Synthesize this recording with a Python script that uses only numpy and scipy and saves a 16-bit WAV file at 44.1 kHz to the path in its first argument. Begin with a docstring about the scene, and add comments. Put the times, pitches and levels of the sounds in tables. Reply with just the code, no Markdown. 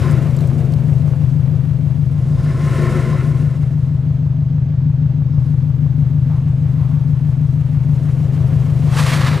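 """A pickup howls away over snow, spraying clods, while a V8 idles close by in a steady, lumpy drone.
The V8's uneven firing order rings two exhaust pipes; its engine bay hisses and ticks.
The pickup revs and spins its wheels again, passes behind a snow bank, turns back and skids in.
Its tyres roar, squeal as the tread sticks and slips, and plough the crust into a crunch.
A little after two seconds, a gust brushes the microphone."""
import sys
import numpy as np
from scipy import signal
from scipy.fft import rfft, irfft
from scipy.io import wavfile
from scipy.ndimage import map_coordinates

SR = 44100
rng = np.random.default_rng(int(sys.argv[2]) if len(sys.argv) > 2 else 0)


def dump(signal):
    """Clip the signal to [-1, 1] and save it as 16-bit WAV at the path in sys.argv[1]."""
    limited = np.clip(np.atleast_2d(signal).T, -1, 1)
    pcm = np.round(limited * 32767).astype(np.int16)
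    wavfile.write(sys.argv[1], SR, pcm)


N = 414540
T = np.arange(N) / SR
FREQ = np.maximum(np.arange(N // 2 + 1) * SR / N, 1e-3)

# The V8's gently hunting idle. Each row: time in seconds, speed in rpm.
IDLE_RPM = [(0.0, 751.6), (0.49, 771.3), (0.93, 752.6), (1.62, 764.3), (2.6, 738.3), (2.84, 753.5),
            (3.27, 745.9), (3.67, 756.5), (4.55, 759.1), (5.24, 744.8), (5.43, 749.2), (5.83, 741.8),
            (6.41, 766.6), (7.1, 751.6), (8.03, 749.1), (8.27, 766.9), (9.4, 749.0)]
# The firing order. Each entry: the cylinder bank that fires, 0 or 1.
FIRING_BANK = [1, 1, 0, 1, 0, 0, 1, 0]
# The lump in the idle. Each entry, in firing order: relative puff strength in dB.
PUFF_DB = [8.5, -2, 5.5, -5, 6.5, -9.5, 8.5, -7]
# Exhaust pipe resonances. Each row: pitch in Hz, width in Hz, signed gain from bank 0, from bank 1.
PIPE_MODES = [(24.7, 1.6, 0.01, 0.2), (50.42, 3.3, -0.46, 0.63), (93.16, 15.22, -3, -5),
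              (95.52, 6.8, 3.5, 6.5), (129.6, 11.5, -2.5, 4), (150.06, 9.1, 5, -0.62),
              (170.7, 2.4, 1.5, 0.33), (242.9, 14.1, 0.7543, 0.0053)]
# The drone's drift. Each row: time in seconds, relative level in dB, leftward pan in dB.
DRONE_DRIFT = [(0.05, -13, 9), (0.38, -13.5, 8.5), (1.96, -15, 9.5), (2.29, -15, 4.5), (2.55, -15, 3.5),
               (2.88, -15, 6.5), (4.69, -14.5, 3.5), (5.86, -13.5, 7.5), (6.44, -14, 3.5),
               (6.83, -14.5, 6.5), (9.05, -13.5, 5.5), (9.2, -13.5, 5.0)]
# Ticking valves. Each row: position in the cycle in firings, relative level in dB.
VALVE_TICKS = [(.76, -38), (6.73, -34.5)]
# Three louder ticks from the engine bay. Each row: time in seconds, relative level in dB.
LOUD_TICKS = [(.516, -23), (1.080, -26), (1.136, -24)]

# The pickup driver's foot. Each row: time in seconds, firing rate in Hz, throttle from 0 to 1.
REVS = [(0, 213.8, 0.21), (.65, 235.2, .5), (1.2, 203.6, 0.34), (2.0, 158.6, 0.27), (2.6, 194.4, 0.71),
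        (2.9, 232.4, 0.99), (3.3, 191.8, .75), (3.8, 161, 0.4), (7.6, 167.4, 0.06), (8.3, 202, 0.27),
        (8.85, 234.2, 0.22), (9.4, 199.2, 0.26)]
# The pickup's loop round the lot. Each row: time in seconds, distance in metres.
ROUTE = [(0, 10.8), (1, 22.7), (1.9, 33.7), (4.5, 46.6), (6.7, 32.8), (7.5, 33.2), (8.1, 21.1), (9.4, 12.3)]
# Wheelspins. Each row: peak time, rise and fall in seconds, then howl, squeal and spray levels in dB.
WHEELSPINS = [(.07, .15, .1, -31.5, -37.5, -48.5), (2.869, 0.19, 0.25, -28.5, -44, -44.5),
              (5.52, .05, 0.067, -56, -56, -62)]
# Tyres scrubbing sideways. Each row: peak time, rise and fall in seconds, level in dB.
SCRUBS = [(6.331, 0.029, .04, -43), (6.84, 0.081, .1, -45), (8.93, 0.039, 0.034, -34.5)]
# The skid's three bites. Each row: peak time, rise and fall in seconds, crunch and spray levels in dB.
SKID_BITES = [(8.995, 0.03, 0.046, -25, -31), (9.13, 0.063, 0.042, -23.5, -31),
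              (9.27, 0.11, 0.077, -24.5, -38)]
# The biggest snow clods landing. Each row: start in seconds, relative level in dB, ring in Hz.
BIG_CLODS = [(0.111, -24, 7000), (0.12, -29, 9000), (.310, -33, 8000), (.366, -29, 7000), (.372, -29, 4600),
             (0.389, -26, 4200), (.407, -31, 4000), (0.474, -32, 8500), (.722, -35, 4800),
             (0.738, -26, 4320)]

# Parts that ring. Each row: pitch in Hz, width in Hz, relative level in dB.
SHELL_MODES = [(299.2, 4.3, 4), (351, 1.3, 0), (459, 3.5, -6.5), (491.5, 2.7, 2), (634.5, 16, -7.5),
               (658, 1.2, 4.5)]  # thin silencer shell
BLOCK_MODES = [(560, 200, 0), (780, 200, -5.5), (1080, 340, -10.5), (2300, 830, -18)]  # engine block, rung by each tick
HOWL_MODES = [(358, 19, 11.5), (1066, 47, 4.5), (1330, 160, -1), (1457, 46, -8), (1750, 200, -4),
              (2003, 92, -7), (2550, 150, -20.5), (3830, 130, -12), (5100, 200, -15.5)]  # spinning wheels
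SQUEAL_MODES = [(694, 90, -11.5), (1046, 41, -0.5), (1360, 75, -16), (3680, 190, -25.5), (4940, 110, -22.5)]  # stick-slipping tread

# Tone colours. Each row: frequency in Hz, relative level in dB.
BAY_EQ = [(60, 2.5), (200, 8), (320, -3.5), (500, -4), (680, -6.5), (850, -7.5), (1050, -11.5),
          (1500, -13.5), (2600, -19.5), (4300, -24.5), (6000, -32.5), (10000, -39.5), (15000, -45)]  # engine bay and surroundings
THROAT_EQ = [(110, -31), (170, 3), (220, 3.5), (280, -5), (360, -2), (440, -6.5), (530, -4), (590, -10),
             (670, -7.5), (790, -22), (1300, -37)]  # pickup's exhaust and intake
ROLLING_EQ = [(400, -10.5), (720, -3), (1050, -2), (1500, -7.5), (2200, -10), (3200, -16.5), (5000, -26),
              (9000, -31.5)]  # tyres rolling on snow
SCRUB_EQ = [(450, -7), (750, 3.5), (1100, 2), (1500, -9.5), (3000, -19), (8000, -33)]  # tyres sliding sideways
SPRAY_EQ = [(1500, -21.5), (2800, 2.5), (4000, -0.5), (6000, -1), (9500, -4), (12000, -10.5), (15000, -19)]  # thrown snow
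CRUNCH_EQ = [(150, -5), (300, -12), (550, 2.5), (750, -3.5), (1100, 4.5), (1500, -1.5), (2000, -0.5),
             (3000, -8.5), (4500, -9.5), (8000, -32)]  # breaking crust
SHELL_EQ = [(270, 0.5), (700, -7.5), (900, -5), (1800, -39)]
HOWL_EQ = [(250, 0.5), (2200, -3.5), (4000, -11.0), (8000, -20.5)]
SQUEAL_EQ = [(550, -5.5), (5200, -3.5), (8000, -19)]
WIND_EQ = [(18, -11.5), (36, -8.0), (70, -0.5), (180, -9.0), (400, -35.5)]


def exhaust(firings, scatter_db=1.08, soft_hz=260, drive_db=28.5, shell_db=-47):
    """Each firing puffs into its bank's pipe; the uneven order makes the drone throb once a cycle."""
    k = np.arange(int(firings[-1]))
    bank = np.array(FIRING_BANK)[k % 8]
    times = np.interp(k + .51, firings, T) - .001 * bank  # bank 1 lands a millisecond early
    sizes = undb(np.array(PUFF_DB)[k % 8] + scatter_db * rng.standard_normal(len(k)))
    puffs = [clicks(times, sizes * (bank == side)) for side in (0, 1)]
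    bank0, bank1 = rfft(puffs[0]), rfft(puffs[1])
    pipes = sum(mode(hz, width) * (a * bank0 + b * bank1) for hz, width, a, b in PIPE_MODES)
    # a valve opens gradually, so its puff has little treble
    soften = 1 / (1 + 1j * np.sqrt(2) * FREQ / soft_hz - (FREQ / soft_hz) ** 2)
    level_db, pan_db = curves(DRONE_DRIFT)
    drone = irfft(pipes * soften, N) * undb(drive_db + level_db - level_db.mean())
    shell = colour(ring(puffs[0] + puffs[1], SHELL_MODES), SHELL_EQ) * undb(shell_db)
    # only the main boom leans left; the sub and the top stay centred
    boom = irfft(rfft(drone) * np.abs(mode(135, 190)), N)
    return place(boom, pan_db) + (drone - boom) + place(shell, pan_db=-1.5)


def pickup(howl_gain, thrown_gain, engine_db=-41, throttle_db=23, tyre_db=-46, spray_db=-56):
    """Engine, tyres and flung snow; the driving sound fades with distance and behind the snow bank."""
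    firing_hz, throttle = curves(REVS)
    # soft snow soaks up more than open air: 28 dB per tenfold distance, unity at 20 m
    distance_db = -28 * np.log10(curves(ROUTE)[0] / 20)
    # the snow bank ducks the spray fully; tyre rumble and engine bass bend round it
    shade_db = -12 * np.exp(-((T - 4.86) / 0.87) ** 2)
    roar = tyres(howl_gain, rolling_gain=undb(tyre_db + distance_db + .6 * shade_db))
    spray_gain = np.hypot(undb(spray_db + distance_db + shade_db), thrown_gain)
    spray = colour(grains(9000, 1.6), SPRAY_EQ) * spray_gain * flutter(1.4, 25)
    engine = pickup_engine(firing_hz, spin=howl_gain / howl_gain.max())
    engine *= undb(engine_db + throttle_db * throttle + distance_db + .3 * shade_db)
    body = engine + roar * flutter(1.5, 27)
    powder = colour(noise(), SPRAY_EQ) * spray_gain * undb(-27)
    return place(body, pan_db=1.0) + place(spray, pan_db=1.5) + wide(powder)


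def pickup_engine(firing_hz, spin, rasp=.62, spin_rasp=.45, wobble=.008, odd_gain=.45):
    """A growl of crank orders over gas noise, chopped by the firings and raspier in a wheelspin."""
    phase = 2 * np.pi * np.cumsum(firing_hz * (1 + wobble * wander(12.8))) / SR
    orders = np.arange(3, 19)
    offsets = rng.uniform(0, 2 * np.pi, len(orders))
    # the two banks stress every second crank order
    tone = sum((odd_gain if k % 2 else 1) * np.sin(k * phase / 4 + p) for k, p in zip(orders, offsets))
    gas = colour(noise() * (1 + .6 * np.cos(phase)), THROAT_EQ)
    growl = colour(tone, THROAT_EQ) * undb(-5.5) * flutter(1.6, 8.4)
    return unit(growl + (rasp + spin_rasp * spin) * gas)


def tyres(howl_gain, rolling_gain):
    """Tyres crunch as they roll, howl as they spin and scrape as they slide sideways."""
    rolling = colour(grains(6000, 2.5), ROLLING_EQ)
    howl = colour(ring(noise(), HOWL_MODES), HOWL_EQ)
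    scrub = colour(grains(3000, 2.5), SCRUB_EQ)
    scrub_gain = sum(swell(s, rise, fall) * undb(db) for s, rise, fall, db in SCRUBS)
    return howl * howl_gain + rolling * rolling_gain + scrub * scrub_gain


def wheelspin(squeal_slip=.33, squeal_lead_s=.16, spray_lead_s=.05):
    """Gains for howl, squeal and thrown snow follow the slip; squeal and snow lead the howl."""
    howl, sing, thrown = 0, 0, 0
    for s, rise, fall, howl_db, squeal_db, spray_db in WHEELSPINS:
        howl += swell(s, rise, fall) * undb(howl_db)
        slip = swell(s - squeal_lead_s, rise, fall)
        sing += np.tanh((slip / squeal_slip) ** 3) * undb(squeal_db)
        # thrown snow grows more slowly than the slip
        thrown += swell(s - spray_lead_s, rise, fall) ** .7 * undb(spray_db)
    return howl, sing, thrown


def squeal(gain, floor_db=-64, waver=.012):
    """Tread blocks stick and slip, ringing in an unsteady narrow note that never quite stops."""
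    note = colour(ring(noise(), SQUEAL_MODES), SQUEAL_EQ)
    # the note bends as the grip comes and goes
    bent = map_coordinates(note, [np.cumsum(1 + waver * wander(7))], mode="mirror")
    return place(bent * np.hypot(gain, undb(floor_db)) * flutter(2.2, 22), pan_db=0.9)


def skid(judder_db=1.32, width_db=-23):
    """Sliding tyres plough the packed crust, which breaks in uneven bursts."""
    crunch_bites = [swell(s, rise, fall) * undb(db) for s, rise, fall, db, _ in SKID_BITES]
    spray_bites = [swell(s, rise, fall) * undb(db) for s, rise, fall, _, db in SKID_BITES]
    ploughing = np.linalg.norm(crunch_bites, axis=0)
    crunch = colour(grains(7000, 1.3), CRUNCH_EQ) * ploughing
    spray = colour(grains(14000, 2.7), SPRAY_EQ) * np.linalg.norm(spray_bites, axis=0)
    scatter = colour(noise(), CRUNCH_EQ) * ploughing * undb(width_db)
    return (place(crunch + spray, pan_db=-0.8) + wide(scatter)) * flutter(judder_db, 42.8)


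def clods(decay_s=.0016, trim_db=-3, ring_q=3, count=14, shower_s=1.8, shower_hz=7000):
    """Icy lumps land with a brittle, ringing tick: the big ones amid a fading shower of small ones."""
    out, t = np.zeros(N), T[:1024]
    draws = rng.random((count, 2)) * [shower_s, 1]
    shower = [(s, -33 - 12.5 * s, shower_hz * (.5 + pitch)) for s, pitch in draws]
    for s, db, hz in BIG_CLODS + shower:
        crack = rng.standard_normal(len(t)) * np.exp(-t / decay_s)
        tick = .2 * crack + signal.lfilter(*signal.iirpeak(hz, ring_q, fs=SR), crack)
        start = int(s * SR)
        out[start:start + len(t)] += tick / np.abs(tick).max() * undb(db + trim_db)
    return place(out, pan_db=2.0)


def engine_bay(firings, hiss_db=-42.5, throb=.084, scatter_db=1.5, whine_db=-76):
    """The V8's pulsing mechanical hiss, two ticking valves, three louder ticks and a faint high whine."""
    pulsing = noise() * (1 + throb * np.cos(2 * np.pi * firings))
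    hiss = colour(pulsing, BAY_EQ) * undb(hiss_db) * flutter(.44, 13)
    air = colour(noise(), BAY_EQ) * undb(hiss_db - 21.5)
    loud_s, loud_db = np.transpose(LOUD_TICKS)
    hits = clicks(loud_s, undb(loud_db))
    cycles = np.arange(0, firings[-1] - 8, 8)
    for position, db in VALVE_TICKS:
        sizes = undb(db + scatter_db * rng.standard_normal(len(cycles)))
        hits += clicks(np.interp(cycles + position, firings, T), sizes)
    # the heavy block and the bonnet muffle each tick
    muffle = signal.butter(3, 1500, fs=SR, output="sos")
    block = signal.sosfilt(muffle, ring(signal.unit_impulse(N), BLOCK_MODES))
    ticks = irfft(rfft(hits) * rfft(block / np.abs(block).max()), N)
    whine = ring(noise(), [(6370, 25, 0)]) * undb(whine_db)
    return place(hiss + ticks + whine, pan_db=-11.0) + wide(air)


def wind(full_s=2.27, attack_s=.17, hold_s=.4, release_s=.58, gust_db=-25.5, breeze_db=-49):
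    """Low buffeting on the microphone: one gust over a light breeze."""
    rumble = colour(noise(), WIND_EQ)
    attack = np.minimum(T - full_s, 0) / attack_s
    release = np.maximum(T - full_s - hold_s, 0) / release_s
    gust = np.exp(attack - release) * undb(gust_db)
    return place(rumble * np.hypot(gust, undb(breeze_db)), pan_db=-5.5)


def undb(db):
    """Decibels to gain."""
    return 10 ** (np.asarray(db) / 20)


def unit(x):
    """Scale to rms 1."""
    return x / np.sqrt(np.mean(x ** 2))


def curves(table):
    """One automation curve for each column after the time."""
    s, *columns = np.transpose(table)
    return [np.interp(T, s, c) for c in columns]


def swell(peak_s, rise_s, fall_s):
    """A rounded peak of height 1 with exponential flanks."""
    return np.exp(1 - np.hypot(1, (T - peak_s) / np.where(T < peak_s, rise_s, fall_s)))


def mode(hz, width_hz):
    """Response of one resonance, gain 1 at its centre."""
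    return 1 / (1 + 1j * (FREQ / hz - hz / FREQ) * hz / width_hz)


def ring(x, modes):
    """Play x through a set of resonances; rms 1."""
    return unit(irfft(rfft(x) * sum(undb(db) * mode(hz, width) for hz, width, db in modes), N))


def colour(x, eq):
    """Shape x with an EQ curve that rolls off past both ends; rms 1."""
    hz, db = np.transpose(eq)
    rolloff = 1 / np.sqrt((1 + (hz[0] / FREQ) ** 6) * (1 + (FREQ / hz[-1] / 2) ** 6))
    return unit(irfft(rfft(x) * rolloff * undb(np.interp(np.log(FREQ), np.log(hz), db)), N))


def noise():
    """White noise."""
    return rng.standard_normal(N)


def wander(rate_hz):
    """Smooth random motion up to about rate_hz; rms 1."""
    return unit(irfft(rfft(noise()) / (1 + (FREQ / rate_hz) ** 4), N))


def flutter(depth_db, rate_hz):
    """A gain that wavers at random around unity."""
    return undb(depth_db * wander(rate_hz))


def clicks(times, sizes):
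    """Impulses at the given times in seconds."""
    return np.bincount(np.clip(times * SR, 0, N - 1).astype(int), sizes, N)


def grains(per_s, spread_db):
    """Snow crystals breaking: many small clicks, few large ones."""
    sizes = undb(spread_db * np.minimum(rng.exponential(size=N), 6))
    return unit((rng.random(N) < per_s / SR) * np.sign(noise()) * sizes)


def place(x, pan_db):
    """Pan by left minus right in dB, keeping the mid level."""
    lean = np.tanh(pan_db * np.log(10) / 40)
    return np.array([x * (1 + lean), x * (1 - lean)])


def wide(x):
    """Pure stereo width: opposite polarity left and right."""
    return np.array([x, -x])


def scene():
    """The V8 idling close by, the pickup out on the lot, and the wind."""
    rpm = curves(IDLE_RPM)[0]
    firings = np.cumsum(rpm) / 60 * 4 / SR  # running count: four a turn, eight a cycle
    howl, sing, thrown = wheelspin()
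    idle = exhaust(firings) + engine_bay(firings)
    return idle + pickup(howl, thrown) + squeal(sing) + skid() + clods() + wind()


def record(dry, top_hz=15200):
    """A steep low-pass takes off the very top."""
    return signal.sosfilt(signal.ellip(8, .2, 70, top_hz, fs=SR, output="sos"), dry)


dry = scene()
out = record(dry)
dump(out)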